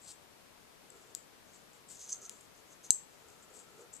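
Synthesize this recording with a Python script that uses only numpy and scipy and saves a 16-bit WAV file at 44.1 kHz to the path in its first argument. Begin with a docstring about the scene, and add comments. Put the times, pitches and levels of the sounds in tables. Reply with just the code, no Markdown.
"""A quiet room: a steel nail clipper is handled close to a small two-port camera microphone.
The lever ticks, scrapes round its pin and snaps shut; skin rubs softly.
Each port adds its own treble resonance, the room answers briefly,
and independent hiss of the two capsules lies under all."""
import sys
import numpy as np
from scipy import signal
from scipy.fft import rfft, irfft
from scipy.io import wavfile
from scipy.ndimage import uniform_filter1d

SR = 44100
rng = np.random.default_rng(int(sys.argv[2]) if len(sys.argv) > 2 else 0)


def unload_wav(signal):
    """Save mono or channel-first audio to the path in sys.argv[1] as 16-bit WAV at rate SR, clipped to [-1, 1]."""
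    wavfile.write(
        sys.argv[1],
        SR,
        np.round(np.clip(np.atleast_2d(signal).T, -1, 1) * 32767).astype(np.int16),
    )


N = 176400
NOISE_TOP_HZ = 14320  # scrapes and hiss


def undb(db):
    """dB to gain."""
    return 10 ** (np.asarray(db) / 20)


def curve(table, hz):
    """Interpolate (freq_hz, level_db) points on a log frequency axis."""
    freq_hz, level_db = np.array(table).T
    return np.interp(np.log(hz + 1), np.log(freq_hz), level_db)


def min_phase(table):
    """Minimum-phase impulse response from (freq_hz, level_db) points."""
    cepstrum = irfft(np.log(undb(curve(table, np.linspace(0, SR / 2, 513)))))
    cepstrum[1:512] *= 2
    cepstrum[513:] = 0
    return irfft(np.exp(rfft(cepstrum)))[:256]


def resonate(x, hz, width_hz):
    """Two-pole resonance, unity peak gain."""
    return signal.lfilter(*signal.iirpeak(hz, hz / width_hz, SR), x)


def clicks():
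    """Steel strikes steel: a contact tick plus the modes of the hand-damped clipper."""
    # start_s, right_peak_db, left_minus_right_db, ring_share, time_scale, low_cut_hz
    blows = [(0.9017, -50.5, 11, 0.8, 0.94, 6600), (1.1499, -26.5, 7.5, 0.12, 0.24, 4670),
             (2.1265, -41, 3, 1, 0.38, 4500), (2.2165, -44, 4, 0.6, .5, 5000),
             (2.2954, -29.5, 7, 0.3, 0.086, 1800), (2.326, -50, 6, 0.3, .4, 4000),
             (2.4102, -44.5, 2, 0, 0.2, 3000), (2.9058, -7, 5.5, 0.61, 0.52, 1800),
             (3.284, -57, 6, .9, 0.87, 5000), (3.302, -43, -7, 0.03, .3, 2000),
             (3.809, -46, 0, 0.2, .4, 2500), (3.9375, -41, 7.5, 1, 1.1, 6600)]
    # tick spectrum: freq_hz, level_db
    contact = [(500, -37), (1500, -14), (3000, 0.5), (5000, -5), (6500, -14), (8000, -10), (10000, 0),
               (12000, -25), (14000, -6), (14800, -38), (17000, -21)]
    # freq_hz, level_db, base_t60_s
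    modes = [(2740, -13.5, 0.0232), (4060, -14, 0.023), (4350, -12, 0.026), (4580, -7, 0.011),
             (5700, -13, 0.0098), (6230, 0, 0.017), (7100, -8.5, 0.015), (7570, -17, .06),
             (7700, 8.5, .015), (8590, -3, 0.016), (9070, -30, 0.017), (11150, 6.5, 0.0051),
             (13000, -9.5, 0.014), (14150, -5, 0.015)]
    base_grit_t60_s, base_rise_s = 0.0064, 0.0006
    out = np.zeros((2, N + 4096))
    t = np.arange(2048) / SR
    for start_s, peak_db, pan_db, ring_share, time_scale, low_cut_hz in blows:
        age = t / time_scale
        grit = 0.9 * rng.standard_normal(len(t)) * 1000. ** (-age / base_grit_t60_s)
        tick = np.convolve((t == 0) + grit, min_phase(contact))[:len(t)]
        ring = sum((-1) ** i * undb(db) * np.sin(2 * np.pi * hz * t) * 1000. ** (-age / t60)
                   for i, (hz, db, t60) in enumerate(modes))
        ring *= (1 - np.exp(-age / base_rise_s)) / 4
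        hit = ring_share * ring + (1 - ring_share) * tick
        hit = signal.sosfilt(signal.butter(4, low_cut_hz, "high", fs=SR, output="sos"), hit)
        start = int(start_s * SR)
        for side, db in enumerate([peak_db + pan_db, peak_db]):
            port_peak = np.abs(port(hit, side)).max()
            out[side, start:start + len(t)] += undb(db) * hit / port_peak
    return out[:, :N]


def scrapes():
    """Lever and fingers scrape: dense fluttering slips ring a moving band of the lever over a rasp."""
    # per stroke: time_s, level_db, left_minus_right_db, ring_hz, rasp_re_ring_db, low_re_ring_db
    strokes = [
        [(0.0, -84, 9, 7670, -11, 14), (0.014, -66, 10.0, 7710, -9, -26), (0.036, -57, 16, 7730, -16, -7),
         (0.06, -60, 9.0, 7720, -4, 0)],
        [(0.06, -59.5, 9.0, 7650, -9, 4), (0.088, -51.5, 5.9, 8060, 2.5, 0), (0.122, -56.5, 7, 7700, -1, 3),
         (0.132, -58, 9.0, 7600, -9, -15), (0.19, -92, 1, 7350, -15, 5)],
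        [(0.915, -73, 11.0, 7360, -9, -15), (0.931, -73, 5.0, 7520, -9, -11),
         (1.027, -67.5, 6.3, 7430, -9, -21), (1.047, -73, 4.0, 7400, -7, -7), (1.071, -71, 3.5, 7400, -9, -18),
         (1.12, -70, 4.0, 7350, -9, -11)],
        [(1.45, -79, 2.0, 6810, -7, -8), (1.478, -68, 3.0, 6750, -11, -10), (1.508, -73, 3.0, 6930, -7, -10),
         (1.548, -59.5, 6, 7360, -3, -7), (1.608, -79, 3.0, 6960, -9, -10), (1.62, -65, 5, 6910, -9, -8)],
        [(1.7, -83, 2.5, 7020, -11, 0), (1.722, -87, 3.5, 7340, -9, 1), (1.732, -63.5, 7, 7500, -9, -15),
         (1.778, -73, 7, 7320, -9, -16), (1.796, -83, 4.0, 7100, -5, -11), (1.8, -84, 4.0, 7110, -9, 3)],
        [(1.87, -86, 5, 7970, -9, 5), (1.888, -56, 12, 8000, -9, -20), (1.904, -52, 9.4, 8000, 1, -13),
         (1.984, -59.5, 2, 6850, 4, -13), (2.01, -49.5, 1.5, 6500, 3, -18), (2.08, -53.5, 1.0, 6700, 0, -11)],
        [(2.08, -55.5, 1, 6450, 4, -13), (2.104, -42.5, 1, 6490, 2, -30), (2.118, -41, 1, 6600, -9, -24)],
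        [(2.118, -42.5, 3, 6420, -23, -25), (2.13, -33, -4, 6600, -34, -41), (2.144, -50.5, 4, 6600, 1, -15),
         (2.205, -67, 6, 6750, -7, -20)],
        [(2.21, -62, 3.0, 6580, -9, -15), (2.218, -52.5, 1.5, 6510, -9, -25),
         (2.244, -54.5, -1.0, 6700, 7, -26), (2.262, -49.5, 2, 6500, -1, -27),
         (2.288, -69, 4.5, 6550, -13, -13)],
        [(2.305, -60, 4.5, 6930, -1, -12), (2.405, -66, 5.5, 7700, -3, -17), (2.411, -60.5, 3, 7300, -5, -15),
         (2.419, -70, 4.0, 7150, -7, -7), (2.46, -67, 8.7, 7370, -7, -12)],
        [(2.55, -71, 2.5, 6850, -9, -15), (2.586, -67, 6, 7000, -7, -12), (2.638, -85, 2.5, 6860, -4, -6),
         (2.714, -59.5, 3.0, 6860, -8.5, -15), (2.732, -62, 4.0, 6960, -6, -11),
         (2.76, -74, 3.0, 7000, -8, -18)],
        [(2.83, -63, 2.0, 6520, -11, -14), (2.842, -55.5, 3, 6400, 3, -11), (2.862, -55.5, 2, 6300, 7, -18),
         (2.895, -67, 6.0, 6510, -12, -12)],
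        [(3.1, -69.5, 3.0, 6850, -9, -15.5), (3.274, -77, 4.0, 7400, -9, -1), (3.282, -67.5, 4.5, 7430, -6, -9),
         (3.398, -73, 2.0, 6930, -11, -12), (3.436, -62, 8, 7600, -9, -21), (3.47, -88, 2.5, 7140, -8, -5)],
        [(3.5, -65, 3.0, 7200, -7, -14.5), (3.522, -72, 5.3, 7750, -1, -7), (3.546, -60.5, 13, 8100, 0, -24),
         (3.584, -59, 6.0, 7440, -4, -7), (3.608, -59, 11, 7510, -6, -15), (3.68, -80.5, 3.0, 7360, -9, -10)],
        [(3.68, -74, 3.0, 7260, -9, -3), (3.712, -72, 4.0, 7330, -8, -19), (3.75, -74, 2.5, 7100, -7, -9),
         (3.818, -62, 7.4, 7340, -3, -15), (3.836, -76, 4.0, 7100, -5, -6), (3.85, -76, 3.5, 7090, -4, -18)],
        [(3.925, -72, 12, 7610, -9, -8), (3.933, -48.5, 10, 7540, -16, -30), (3.943, -69, 15, 7400, -17, -39),
         (3.949, -59, 13.0, 7590, -17, -25), (3.965, -51, 12, 7560, -25, -27), (4.0, -78, 8.8, 7560, -9, -21)],
    ]
    # slip spectrum: freq_hz, level_db
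    rasp_colour = [(1500, -26), (3000, -3.5), (4500, -1.5), (6000, -4), (8000, -4), (10500, -6.5),
                   (14000, -6)]
    slips_per_s, flutter_db, band_width_hz = 7600, 1.5, 750
    t = np.arange(N) / SR
    slip_db = -3 * np.minimum(rng.exponential(size=N), 4)
    slips = (rng.random(N) < slips_per_s / SR) * rng.standard_normal(N) * undb(slip_db)
    flutter = uniform_filter1d(rng.standard_normal(N), size=150)
    slips *= undb(flutter_db * flutter / flutter.std())
    rasp = signal.fftconvolve(slips, min_phase(rasp_colour))[:N]
    rasp = signal.sosfilt(signal.ellip(10, .2, 50, NOISE_TOP_HZ, fs=SR, output="sos"), rasp)

    time_s, _, _, *tracks = np.vstack(strokes).T
    ring_hz, rasp_db, low_db = (np.interp(t, time_s, track) for track in tracks)
    ring = sum(np.exp(-((ring_hz - hz) / band_width_hz) ** 2) * resonate(rasp, hz, width_hz=300)
               for hz in (6330, 6370, 7000, 7500, 7980))
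    low = resonate(rasp, hz=4300, width_hz=1800)
    scrape = ring / ring.std() + undb(rasp_db) * rasp / rasp.std() + undb(low_db) * low / low.std()

    gain = np.zeros((2, N))
    for stroke in strokes:
        time_s, level_db, pan_db = np.array(stroke).T[:3]
        gate = np.clip(np.minimum(t - time_s[0], time_s[-1] - t) / .003 + .5, 0, 1)  # 3 ms ramps
        side_db = np.outer([.5, -.5], np.interp(t, time_s, pan_db))
        gain += gate * undb(np.interp(t, time_s, level_db) + side_db)
    port_rms = [uniform_filter1d(port(scrape, side) ** 2, size=8000) ** .5 for side in range(2)]
    return gain * scrape / port_rms


def rubs():
    """Skin of the cupped hands rubs softly in two hollow bands, alike on both capsules."""
    # per rub: time_s, low_band_db, upper_band_db
    strokes = [
        [(0.84, -67, -77), (0.892, -73, -97), (0.942, -62, -70), (1.028, -73, -76), (1.09, -67.5, -74),
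         (1.2, -71, -91)],
        [(2.12, -74, -93), (2.136, -88, -72), (2.226, -65.5, -67.5), (2.28, -78, -69), (2.318, -74, -70),
         (2.38, -68, -78)],
        [(3.22, -71, -81), (3.25, -69, -71), (3.43, -78, -73), (3.518, -65, -70.5), (3.662, -70, -73),
         (3.7, -75, -68)],
        [(3.7, -63, -72), (3.722, -68, -71), (3.74, -68.5, -76), (3.762, -64, -71), (3.814, -55, -67.5),
         (3.93, -74, -80)],
    ]
    # centre_hz, width_per_pass_hz
    hollows = [(430, 160), (1330, 180)]
    out, t = 0, np.arange(N) / SR
    for column, (hz, width_hz) in enumerate(hollows, start=1):
        band = rng.standard_normal(N)
        for _ in range(2):
            band = resonate(band, hz, width_hz)
        gain = sum(undb(np.interp(t, rub[:, 0], rub[:, column], left=-120, right=-120))
                   for rub in map(np.array, strokes))
        out += gain * band / uniform_filter1d(band ** 2, size=2000) ** .5
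    return out


def port(x, side):
    """The cavity in front of one capsule lifts a treble band."""
    # left, right: centre_hz, width_hz, band_gain_db
    cavities = [(7700, 2400, 12), (6300, 1100, 14)]
    hz, width_hz, band_gain_db = cavities[side]
    return x + undb(band_gain_db) * resonate(x, hz, width_hz)


def room(x):
    """Short diffuse tail of reflections, independent left and right."""
    # tail spectrum: freq_hz, level_db
    colour = [(1000, -5.5), (4000, -5), (5500, -7), (6300, -4.5), (7600, 0.5), (9000, -5), (11000, -6),
              (14100, -4), (14400, -60), (20000, -60)]
    t60_s, onset_s = 0.24, 0.0016
    gain = undb(-19) / np.sqrt(SR / 1000)
    t = np.arange(SR // 2) / SR
    hz = np.fft.rfftfreq(len(t), 1 / SR)
    noise = irfft(rfft(rng.standard_normal((2, len(t)))) * undb(curve(colour, hz)))
    tail = noise * 1000. ** (-t / t60_s) * np.clip(t / onset_s - .5, 0, 1)
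    return signal.fftconvolve(x, gain * tail, axes=1)[:, :N]


def hiss():
    """Self-noise of the two capsules, independent and stronger on the left."""
    # noise spectrum: freq_hz, relative_db
    colour = [(12, -44), (20, -10.5), (161, -4), (365, -4.5), (419, -3), (809, -6), (903, -6), (1330, -8.5),
              (1480, -9), (4680, -13.5), (14000, -19.5)]
    # freq_hz, left_minus_right_db
    balance = [(60, 3.3), (110, 7.4), (200, 9.9), (380, 8.2), (700, 8), (1290, 6.9), (2380, 5.7),
               (4400, 1.2), (8120, 4.2), (15000, 0.34)]
    mid_rms_db = -62
    hz = np.fft.rfftfreq(N, 1 / SR)
    shape_db = curve(colour, hz) + np.outer([.5, -.5], curve(balance, hz))
    shape = undb(shape_db) / (1 + (hz / NOISE_TOP_HZ) ** 600)
    noise = irfft(rfft(rng.standard_normal((2, N))) * shape, N)
    return undb(mid_rms_db) * noise / noise.mean(0).std()


def scene():
    """Clipper and room pass the ports; rubs and hiss are added."""
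    steel = clicks() + scrapes()
    steel[0] = np.roll(steel[0], 1)  # left lags one sample
    air = steel + room(steel)
    return np.array([port(air[side], side) for side in range(2)]) + rubs() + hiss()


def record(dry):
    """Steep low-pass at 16.4 kHz."""
    return signal.sosfilt(signal.ellip(10, .2, 80, 16400, fs=SR, output="sos"), dry)


dry = scene()
out = record(dry)
unload_wav(out)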